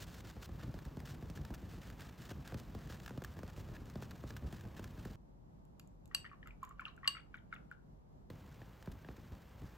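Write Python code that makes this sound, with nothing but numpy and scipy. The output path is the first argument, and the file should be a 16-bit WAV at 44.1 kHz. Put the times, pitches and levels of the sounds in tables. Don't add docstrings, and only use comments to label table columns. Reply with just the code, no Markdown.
import sys
import numpy as np
from scipy import signal
from scipy.fft import rfft, irfft, next_fast_len
from scipy.io import wavfile
from scipy.ndimage import map_coordinates

SR = 44100
rng = np.random.default_rng(int(sys.argv[2]) if len(sys.argv) > 2 else 0)


def materialize(psi):
    bounded = np.clip(np.atleast_2d(psi).T, -1, 1)
    quanta = np.round(bounded * 32767).astype(np.int16)
    wavfile.write(sys.argv[1], SR, quanta)


N = 430857
RINSE_START_S, RINSE_END_S = 5.157, 8.301
LIGHTER_RASP_DB = -4

# pitch_hz, level_db
HISS_TONE = [(290, -14.5), (500, 2.5), (688, -1), (1080, -2.5), (1870, -10.5), (2070, -9.5), (4530, -20.5),
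             (7640, -27), (9770, -32.5), (11800, -29), (14000, -18.5), (16000, -25)]
# pitch_hz, likeness
HISS_LIKENESS = [(600, 0.36), (1300, 1), (2500, 1)]
# pitch_hz, level_db
AIR_TONE = [(20, -27), (45, 0.5), (75, -11.5), (160, -7.5), (260, -15.5), (450, -22), (900, -24),
            (1400, -37.5), (2500, -47.5), (7500, -53), (9500, -62), (12500, -52), (14500, -73)]
# pitch_hz, likeness
AIR_LIKENESS = [(60, 0.6), (150, 0.6), (300, 0.1), (700, -0.53), (3000, -0.3)]
# pitch_hz, fade_s
ROOM_FADE = [(300, 0.44), (1500, 0.32), (4500, 0.24), (8000, 0.25), (14000, 0.18)]
# pitch_hz, difference_db
LEFT_LOUDER = [(1150, -2.5), (1450, 2), (1820, 5.5), (2300, 3), (2850, 2), (4600, 0.5), (6300, -3.5),
               (8000, 1), (12500, 0)]
# pitch_hz, phase_radians
RIGHT_AHEAD = [(1050, 0), (1450, 0.4), (1820, 1.65), (2300, 2), (2850, 1.83), (4600, 1.5), (6300, 0.5),
               (8000, -1.7), (12500, -1.5)]
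# pitch_hz, level_db
SWISH_TONE = [(550, -22), (850, -6.5), (1130, 3.5), (1500, 5), (1850, -0.5), (2050, -8.5), (2300, 4),
              (2600, -12.5), (2850, 3), (3150, -11), (4600, -16), (7000, -25.5), (12000, -34)]
# start_s, level_db, pitch_hz, splash_db
PLOP_EVENTS = [(6.112, -50.5, 1200, -5), (6.244, -45, 1285, -5), (6.251, -43.5, 1830, -7),
               (6.2618, -44.5, 1820, -15), (6.314, -47, 1197, -15), (6.3307, -47.5, 1160, -16),
               (6.4284, -47.5, 1790, -12), (6.4586, -49.5, 1330, -11), (6.4711, -44.5, 1310, -3),
               (6.507, -49, 2320, -25), (6.6286, -36, 1110, -32), (6.6735, -49.5, 1087, -16),
               (6.7086, -46, 1180, -24), (6.7943, -34.5, 1410, -13.5), (6.8165, -45, 1105, -12.5),
               (6.8535, -34.5, 2710, -20), (6.8644, -42.5, 1310, -11), (6.8795, -45.5, 1150, -13.5),
               (6.882, -49.5, 3770, -18.5), (6.977, -50.5, 1450, -17.5), (7.031, -43.5, 1150, -6),
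               (7.0446, -39, 1900, -9.5), (7.0552, -38.5, 1184, -13.5), (7.1504, -43, 1346, -4),
               (7.1679, -41, 1340, -5), (7.3418, -39.5, 1477, -11), (7.5258, -33.5, 1413, -10.5),
               (7.562, -51, 1260, -6), (7.7134, -40.5, 1470, -31)]
# pitch_hz, level_db
SPLASH_TONE = [(1500, 3.5), (2300, -0.5), (3200, -7.5), (4500, -21.5), (6500, -23.5)]
# pitch_hz, level_db, fade_s
GLASS_NOTES = [(1116, -13, 0.08), (1767, -19, 0.06), (2834, -1.5, 0.058), (3290, -16.5, 0.022),
               (3850, -15.5, 0.041), (4530, -5.5, 0.026), (4585, 1.5, 0.035), (4530, -5.5, 0.02),
               (5210, -14, 0.026), (6340, -18, 0.03), (7980, -6.5, 0.031), (8064, -5.5, .035),
               (9970, -17.5, 0.014), (12820, -18, 0.04)]
# start_s, level_db
TICK_EVENTS = [(5.652, -66), (5.796, -49), (5.8745, -59.5), (6.0573, -54.5), (6.0771, -60), (6.473, -51),
               (6.6318, -47), (6.65, -49.5), (6.6924, -53), (6.8077, -58), (6.9647, -61.5), (7.3696, -68),
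               (7.5438, -60), (7.713, -64)]
# pitch_hz, level_db
TICK_TONE = [(300, -47), (900, -30), (2800, -4), (5500, -14), (7300, 6), (9300, -16.5), (12500, 0.5),
             (14000, -5), (16000, -19)]
# start_s, level_db, treble_db, crack_db
CLINK_EVENTS = [(5.7964, -47.5, -6, 20), (6.1468, -22.5, -1, 6), (7.0756, -18.5, -7, 2)]
# pitch_hz, level_db
CRACK_TONE = [(150, -37), (500, -14), (800, 6), (2500, 4), (3500, 2), (5500, 1.5), (8200, -5.5),
              (9300, -17.5), (11000, -4), (12600, 0), (14000, -16), (16000, -22)]
# pitch_hz, level_db
PLASTIC_TONE = [(18, -43), (32, -12), (50, 2.5), (90, -1), (150, -1.5), (230, -8.5), (330, -14), (560, -22),
                (1200, -29), (1600, -46), (2600, -100)]
# pitch_hz, likeness
PLASTIC_LIKENESS = [(60, 0.97), (200, 0.95), (400, 0.88), (700, 0.44), (1400, 0.82)]
# pitch_hz, level_db
BRISTLE_TONE = [(150, -31), (500, -2.5), (1100, -3.5), (1700, 1), (2150, -7.5), (2700, -5.5), (4500, -9),
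                (7200, -12.5), (9500, -19.5), (12000, -22.5), (14500, -15), (16000, -17.5)]
# start_s, end_s, level_db, treble_db
STROKE_EVENTS = [(0, 0.044, -58, 3), (0.066, 0.211, -64.5, 0.5), (0.247, 0.315, -57.5, -4.5),
                 (0.415, 0.462, -61.5, 1.5), (0.592, 0.646, -55, -14), (1.055, 1.153, -62, 0.5),
                 (1.352, 1.378, -58, 2.5), (1.691, 1.787, -62, -4), (1.814, 1.917, -63, -6),
                 (1.992, 2.1, -59, -8), (2.178, 2.283, -62, -3.5), (2.291, 2.323, -53.5, -6),
                 (2.45, 2.527, -58, -13), (2.573, 2.599, -61.5, 0.5), (2.772, 2.86, -66.5, -10),
                 (2.892, 2.97, -59, -6.5), (3.02, 3.083, -73, 4.5), (3.46, 3.508, -63, -23),
                 (3.564, 3.616, -66.5, -1), (3.733, 3.77, -60, -12), (4.014, 4.058, -59, -3.5),
                 (4.265, 4.312, -65, 0), (4.46, 4.57, -67.5, -5.5), (4.766, 4.799, -59.5, -7.5),
                 (4.975, 5.038, -68, -7), (8.391, 8.408, -75, 0), (8.916, 8.926, -59.5, -6),
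                 (9.594, 9.73, -73.5, -7)]
# start_s, level_db, treble_db, ring_db
SNAP_EVENTS = [(0.43, -42.5, -22, -11), (0.789, -43.5, -16, -9), (0.8515, -46.5, -7, -20),
               (1.002, -42.5, -13, -22), (1.074, -42.5, -19, -17), (1.2999, -41.5, -10, -25),
               (1.3747, -44, -24, 0), (1.4499, -39.5, -11.5, -12), (1.5398, -38.5, -12, -24),
               (1.5455, -38, -8, -14), (1.901, -42, -14, -10), (2.007, -44, -10.5, -7),
               (2.461, -47, -18, -16), (2.4758, -41, -10, -17), (2.5433, -37.5, -15.5, -21),
               (2.5987, -42.5, -5, -18), (2.9235, -42, -15, -14), (3, -46, -17.5, -11),
               (3.0612, -38.5, -11, -2.5), (3.0786, -38, -14, -15), (3.239, -40.5, -8, -23),
               (3.247, -34.5, -10.5, -3.5), (3.3387, -51, -11, -17), (3.5638, -45.5, -12, -15),
               (3.7656, -50, -28, 2), (3.8993, -45, -9, -27), (4.1093, -43.5, -11.5, -4),
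               (4.115, -44, -17, -12), (4.3055, -44, -15, -2), (4.366, -40, -11, -1),
               (4.37, -43.5, -12, -7), (4.5259, -42, -8, -15), (4.582, -50, -23, -8),
               (4.609, -46, -12, -10), (4.7665, -45, -8.5, -10), (4.8419, -41, -10, -13),
               (5.052, -45, -3.5, 2.5), (8.3015, -45.5, -13.5, -24), (8.617, -49.5, -30, -4),
               (8.8258, -44.5, -13, -21), (8.917, -47, 7, -18), (9.047, -51.5, -37, 5.5)]
# start_s, knock_db, bass_db
DAB_EVENTS = [(0.24, -57, -48), (0.366, -47.5, -51), (0.491, -45.5, -48), (0.635, -45.5, -46.5),
              (0.741, -41.5, -42.5), (0.858, -52, -40), (0.97, -42.5, -36.5), (1.103, -60, -45),
              (1.225, -43.5, -40), (1.297, -49, -42), (1.39, -51, -38), (1.505, -42, -39),
              (1.628, -50, -43), (1.735, -49, -47), (2.311, -41.5, -45), (2.522, -42, -45),
              (2.543, -39.5, -40), (2.749, -41, -41), (2.899, -45.5, -48), (3.107, -41, -44.5),
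              (3.176, -38, -43), (3.22, -39, -51), (3.368, -46.5, -51), (3.39, -38.5, -55),
              (3.432, -38, -43), (3.576, -45.5, -44), (3.688, -45.5, -46.5), (3.815, -61, -42),
              (3.956, -40.5, -37.5), (4.023, -38.5, -58), (4.238, -40, -41.5), (4.303, -44, -50),
              (4.424, -54, -37.5), (4.527, -39.5, -48), (4.652, -49, -43), (4.794, -39.5, -43.5),
              (4.978, -49, -42.5), (5.055, -42, -38.5), (8.3017, -41.5, -45.5), (8.617, -51, -51),
              (8.874, -41, -39.5), (9.048, -48, -55), (9.087, -41, -47), (9.18, -52, -54),
              (9.32, -49.5, -49), (9.619, -52, -50)]


def amp(db):
    return 10 ** (np.asarray(db) / 20)


def fade(t, fade_s):
    return amp(-60 * t / fade_s)


def unit_rms(x):
    return x / np.sqrt(np.mean(x ** 2) + 1e-20)


def unit_peak(x):
    return x / np.abs(x).max()


def look_up(table, hz):
    pitches, values = np.transpose(table)
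    return np.interp(np.log(hz + 1), np.log(pitches + 1), values)


def wobble(per_s):
    points = rng.standard_normal(int(N * per_s / SR) + 4)
    return map_coordinates(points, [np.arange(N) * per_s / SR])


def filtered(x, gain_at):
    n = x.shape[-1]
    padded = next_fast_len(n + 8192)
    return irfft(rfft(x, padded) * gain_at(np.fft.rfftfreq(padded, 1 / SR)), padded)[..., :n]


def coloured(x, tone):
    cepstrum = irfft(np.log(amp(look_up(tone, np.fft.rfftfreq(2048, 1 / SR)))))
    half = len(cepstrum) // 2
    folded = np.r_[cepstrum[0], 2 * cepstrum[1:half], np.zeros(half)]
    return signal.oaconvolve(x, irfft(np.exp(rfft(folded))))[:len(x)]


def stereo_noise(tone, likeness):
    def gains(hz):
        angle = np.arccos(np.clip(look_up(likeness, hz), -1, 1)) / 2
        return amp(look_up(tone, hz)) * [np.cos(angle), np.sin(angle)]
    mid, side = filtered(rng.standard_normal((2, N)), gains)
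    return unit_rms(np.array([mid + side, mid - side]))


def crackle(per_s, spread_db):
    clicks = (rng.random(N) < per_s / SR) * rng.choice([-1, 1], N)
    return clicks * amp(spread_db * rng.standard_normal(N))


def add(track, start_s, sound):
    part = track[..., round(start_s * SR):][..., :sound.shape[-1]]
    part += sound[..., :part.shape[-1]]


def after_rinse(db):
    return amp(db * (np.arange(N) / SR > RINSE_START_S))


def microphone_hiss():
    return amp(-66.5) * stereo_noise(HISS_TONE, HISS_LIKENESS)


def room_tone():
    return amp(-58.5 + wobble(8.7)) * stereo_noise(AIR_TONE, AIR_LIKENESS)


def room_echo(x, echo_db, gap_s=0.00061):
    hz, t, spectrum = signal.stft(rng.standard_normal((2, SR // 3)), SR, nperseg=256)
    tail = signal.istft(spectrum * fade(t, look_up(ROOM_FADE, hz)[:, None]), SR, nperseg=256)[1]
    tail *= np.clip(np.arange(tail.shape[1]) / SR / gap_s - 1, 0, 1)
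    tail /= np.linalg.norm(tail[0])
    return x + amp(echo_db) * signal.oaconvolve(x, tail, axes=1)[:, :N]


def at_glass(x):
    sides = np.array([[0.5], [-0.5]])
    def gains(hz):
        return amp(sides * look_up(LEFT_LOUDER, hz)) * np.exp(-1j * sides * look_up(RIGHT_AHEAD, hz))
    return filtered(np.array([x, x]), gains)


def water_swish(width_s=0.011, lag_s=0.01):
    t, power = np.arange(N) / SR, np.zeros(N)
    stirs = [(start_s + lag_s, db - 23) for start_s, db, *_ in PLOP_EVENTS]
    stirs += [(start_s, db - 38) for start_s, db, *_ in CLINK_EVENTS]
    for centre_s, db in stirs:
        power += amp(db) ** 2 * np.exp(-2 * np.abs(t - centre_s) / width_s)
    fizz = unit_rms(coloured(crackle(per_s=900, spread_db=4), SWISH_TONE))
    return room_echo(at_glass(np.sqrt(power) * fizz), echo_db=-7.5)


def bubble(t, hz, fade_s, sag, settle_s=0.0049):
    t = np.maximum(t, 0)
    phase = 2 * np.pi * hz * (t * (1 - sag / 2) + sag * settle_s * (1 - np.exp(-t / settle_s)))
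    fade_in = 1 - np.exp(-(t * hz / 1.6) ** 2)
    return np.sin(phase) * fade(t, fade_s) * fade_in


def water_plops(ring_cycles=42, tiny_count=7, trail_s=0.015, trail_octaves=1.4):
    out, t = np.zeros((2, N)), np.arange(SR // 12) / SR
    for start_s, db, hz, splash_db in PLOP_EVENTS:
        fade_s = ring_cycles / hz
        small_hz = hz * 1.6 * amp(rng.normal(0, 0.4))
        splash = amp(2 + look_up(SPLASH_TONE, small_hz)) * bubble(t, small_hz, fade_s, sag=0.06)
        for earliness, smallness in rng.random((tiny_count, 2)):
            tiny_hz = hz * 2 ** (trail_octaves * smallness)
            delay_s = -trail_s * np.log(earliness)
            tiny = bubble(t - delay_s, tiny_hz, fade_s=0.012, sag=0.1)
            splash += amp(look_up(SPLASH_TONE, tiny_hz)) * tiny
        plop = bubble(t, hz, fade_s, sag=0.2) + amp(splash_db) * splash
        add(out, start_s, at_glass(amp(db) * unit_peak(plop)))
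    return room_echo(out, echo_db=-10)


def glass_ticks(click_s=0.0068, ring_db=-24):
    out, t = np.zeros((2, N)), np.arange(SR // 25) / SR
    notes = [amp(db) * fade(t, fade_s) * np.sin(2 * np.pi * hz * t) for hz, db, fade_s in GLASS_NOTES]
    ring = amp(ring_db) * unit_peak(sum(notes))
    for start_s, db in TICK_EVENTS:
        click = unit_peak(coloured(rng.standard_normal(len(t)) * fade(t, click_s), TICK_TONE))
        add(out, start_s, at_glass(amp(db + 1) * (click + ring)))
    return room_echo(out, echo_db=-11)


def glass_clinks(crack_s=0.013, attack_s=0.001, roughness_hz=4):
    out, t = np.zeros((2, N)), np.arange(SR // 8) / SR
    for start_s, db, treble_db, crack_db in CLINK_EVENTS:
        ring = np.zeros(len(t))
        for hz, note_db, fade_s in GLASS_NOTES:
            level = amp(note_db + rng.normal(0, 1)) * fade(t, fade_s)
            drift = np.cumsum(rng.standard_normal(len(t))) * np.sqrt(2 * np.pi * roughness_hz / SR)
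            ring += level * np.sin(2 * np.pi * hz * t + drift)
        crack = coloured(amp(crack_db) * fade(t, crack_s) * rng.standard_normal(len(t)), CRACK_TONE)
        tilt = [(200, -19), (800, -8 - treble_db), (3000, 5), (4500, treble_db + 6.5)]
        hit = coloured((ring + crack) * (1 - np.exp(-t / attack_s)), tilt)
        add(out, start_s, at_glass(amp(db + 2.5) * unit_peak(hit)))
    return room_echo(out, echo_db=-14.5, gap_s=0.0079)


def plastic_rumble(drag_db=-51, lumps_db=2, press_s=0.017):
    pressure = amp(drag_db) * after_rinse(-4.5)
    progress = np.arange(SR // 4) / SR / press_s
    press = progress * np.exp(1 - progress)
    for start_s, _, bass_db in DAB_EVENTS:
        add(pressure, start_s, amp(bass_db - 14) * press)
    lumps = amp(lumps_db * wobble(45))
    return pressure * unit_rms(lumps * stereo_noise(PLASTIC_TONE, PLASTIC_LIKENESS))


def bristle_rasp(drag_db=-69, clump_db=2.5, edge_s=0.0025, split_hz=3000):
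    slips = crackle(per_s=4500, spread_db=3) * amp(clump_db * wobble(150))
    grains = unit_rms(coloured(slips, BRISTLE_TONE))
    dull = filtered(grains, lambda hz: 1 / (1 + (hz / split_hz) ** 4))
    dull_gain = amp(drag_db + wobble(9.8)) * after_rinse(LIGHTER_RASP_DB)
    treble_gain = dull_gain.copy()
    for start_s, end_s, db, treble_db in STROKE_EVENTS:
        t = np.arange(int((end_s - start_s + 2 * edge_s) * SR)) / SR
        swell = np.clip(np.minimum(t, t[-1] - t) / edge_s / 2, 0, 1) * amp(db - 4)
        rise_s = max(start_s - edge_s, 0)
        add(dull_gain, rise_s, swell)
        add(treble_gain, rise_s, swell * amp(treble_db + 5))
    return dull_gain * dull + treble_gain * (grains - dull)


def bristle_snaps(burst_s=0.022, hollow_hz=1680, hollow_s=0.017, usual_ring_db=-13.5, strays_per_s=3):
    out, t = np.zeros(N), np.arange(SR // 25) / SR
    snaps = list(SNAP_EVENTS)
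    for start_s, knock_db, _ in DAB_EVENTS:
        treble_db = -29 if start_s > RINSE_START_S else -14
        snaps.append((start_s, knock_db - 5.5, treble_db, usual_ring_db))
    tries = N // 2048
    for when, size, luck in rng.random((tries, 3)):
        if luck < strays_per_s * N / SR / tries:
            start_s = when * N / SR
            db = -52 + 6.5 * (2 * size - 1) + LIGHTER_RASP_DB * (start_s > RINSE_START_S)
            snaps.append((start_s, db, -13.5, usual_ring_db))
    for start_s, db, treble_db, ring_db in snaps:
        burst = coloured(rng.standard_normal(len(t)) * fade(t, burst_s), BRISTLE_TONE)
        burst = coloured(burst, [(500, -11), (1400, -6), (3000, -9), (8000, treble_db + 5)])
        ring_hz = hollow_hz * amp(rng.normal(0, 0.22))
        ring = amp(ring_db) * fade(t, hollow_s) * np.sin(2 * np.pi * ring_hz * t)
        add(out, start_s, amp(db - 2) * (unit_peak(burst) + ring))
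    return out


def brush_dabs(length_s=0.059, attack_s=0.0011, split_hz=220, echo_db=-11):
    out, t = np.zeros(N), np.arange(SR // 8) / SR
    envelope = (1 - np.exp(-t / attack_s)) * amp(-60 * (t / length_s) ** 2)
    for start_s, knock_db, bass_db in DAB_EVENTS:
        direct_sweep = 1.55 * amp(rng.normal(0, 0.73))
        travel_s = 0.0006785 * amp(rng.normal(0, 1.69))
        detour = 2.3 * amp(rng.normal(0, 1.47))
        for sweep, path_db in ((direct_sweep, 0), (direct_sweep * detour, echo_db)):
            pitch_hz = sweep / (t + travel_s)
            bass_share = 1 / (1 + (pitch_hz / split_hz) ** 2)
            db = path_db + (1 - bass_share) * (knock_db - 2) + bass_share * (bass_db + 4)
            chirp = np.sin(2 * np.pi * sweep * np.log(1 + t / travel_s))
            add(out, start_s, amp(db) * envelope * chirp)
    return out


def scene():
    t = np.arange(N) / SR
    hiss, air = microphone_hiss(), room_tone()
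    rinse = air + glass_clinks() + water_plops() + glass_ticks() + water_swish()
    brushing = hiss + bristle_rasp() + plastic_rumble() + brush_dabs() + bristle_snaps()
    return np.where((t > RINSE_START_S) & (t < RINSE_END_S), rinse, brushing)


def record(dry):
    return filtered(dry, lambda hz: hz < 15850)


dry = scene()
out = record(dry)
materialize(out)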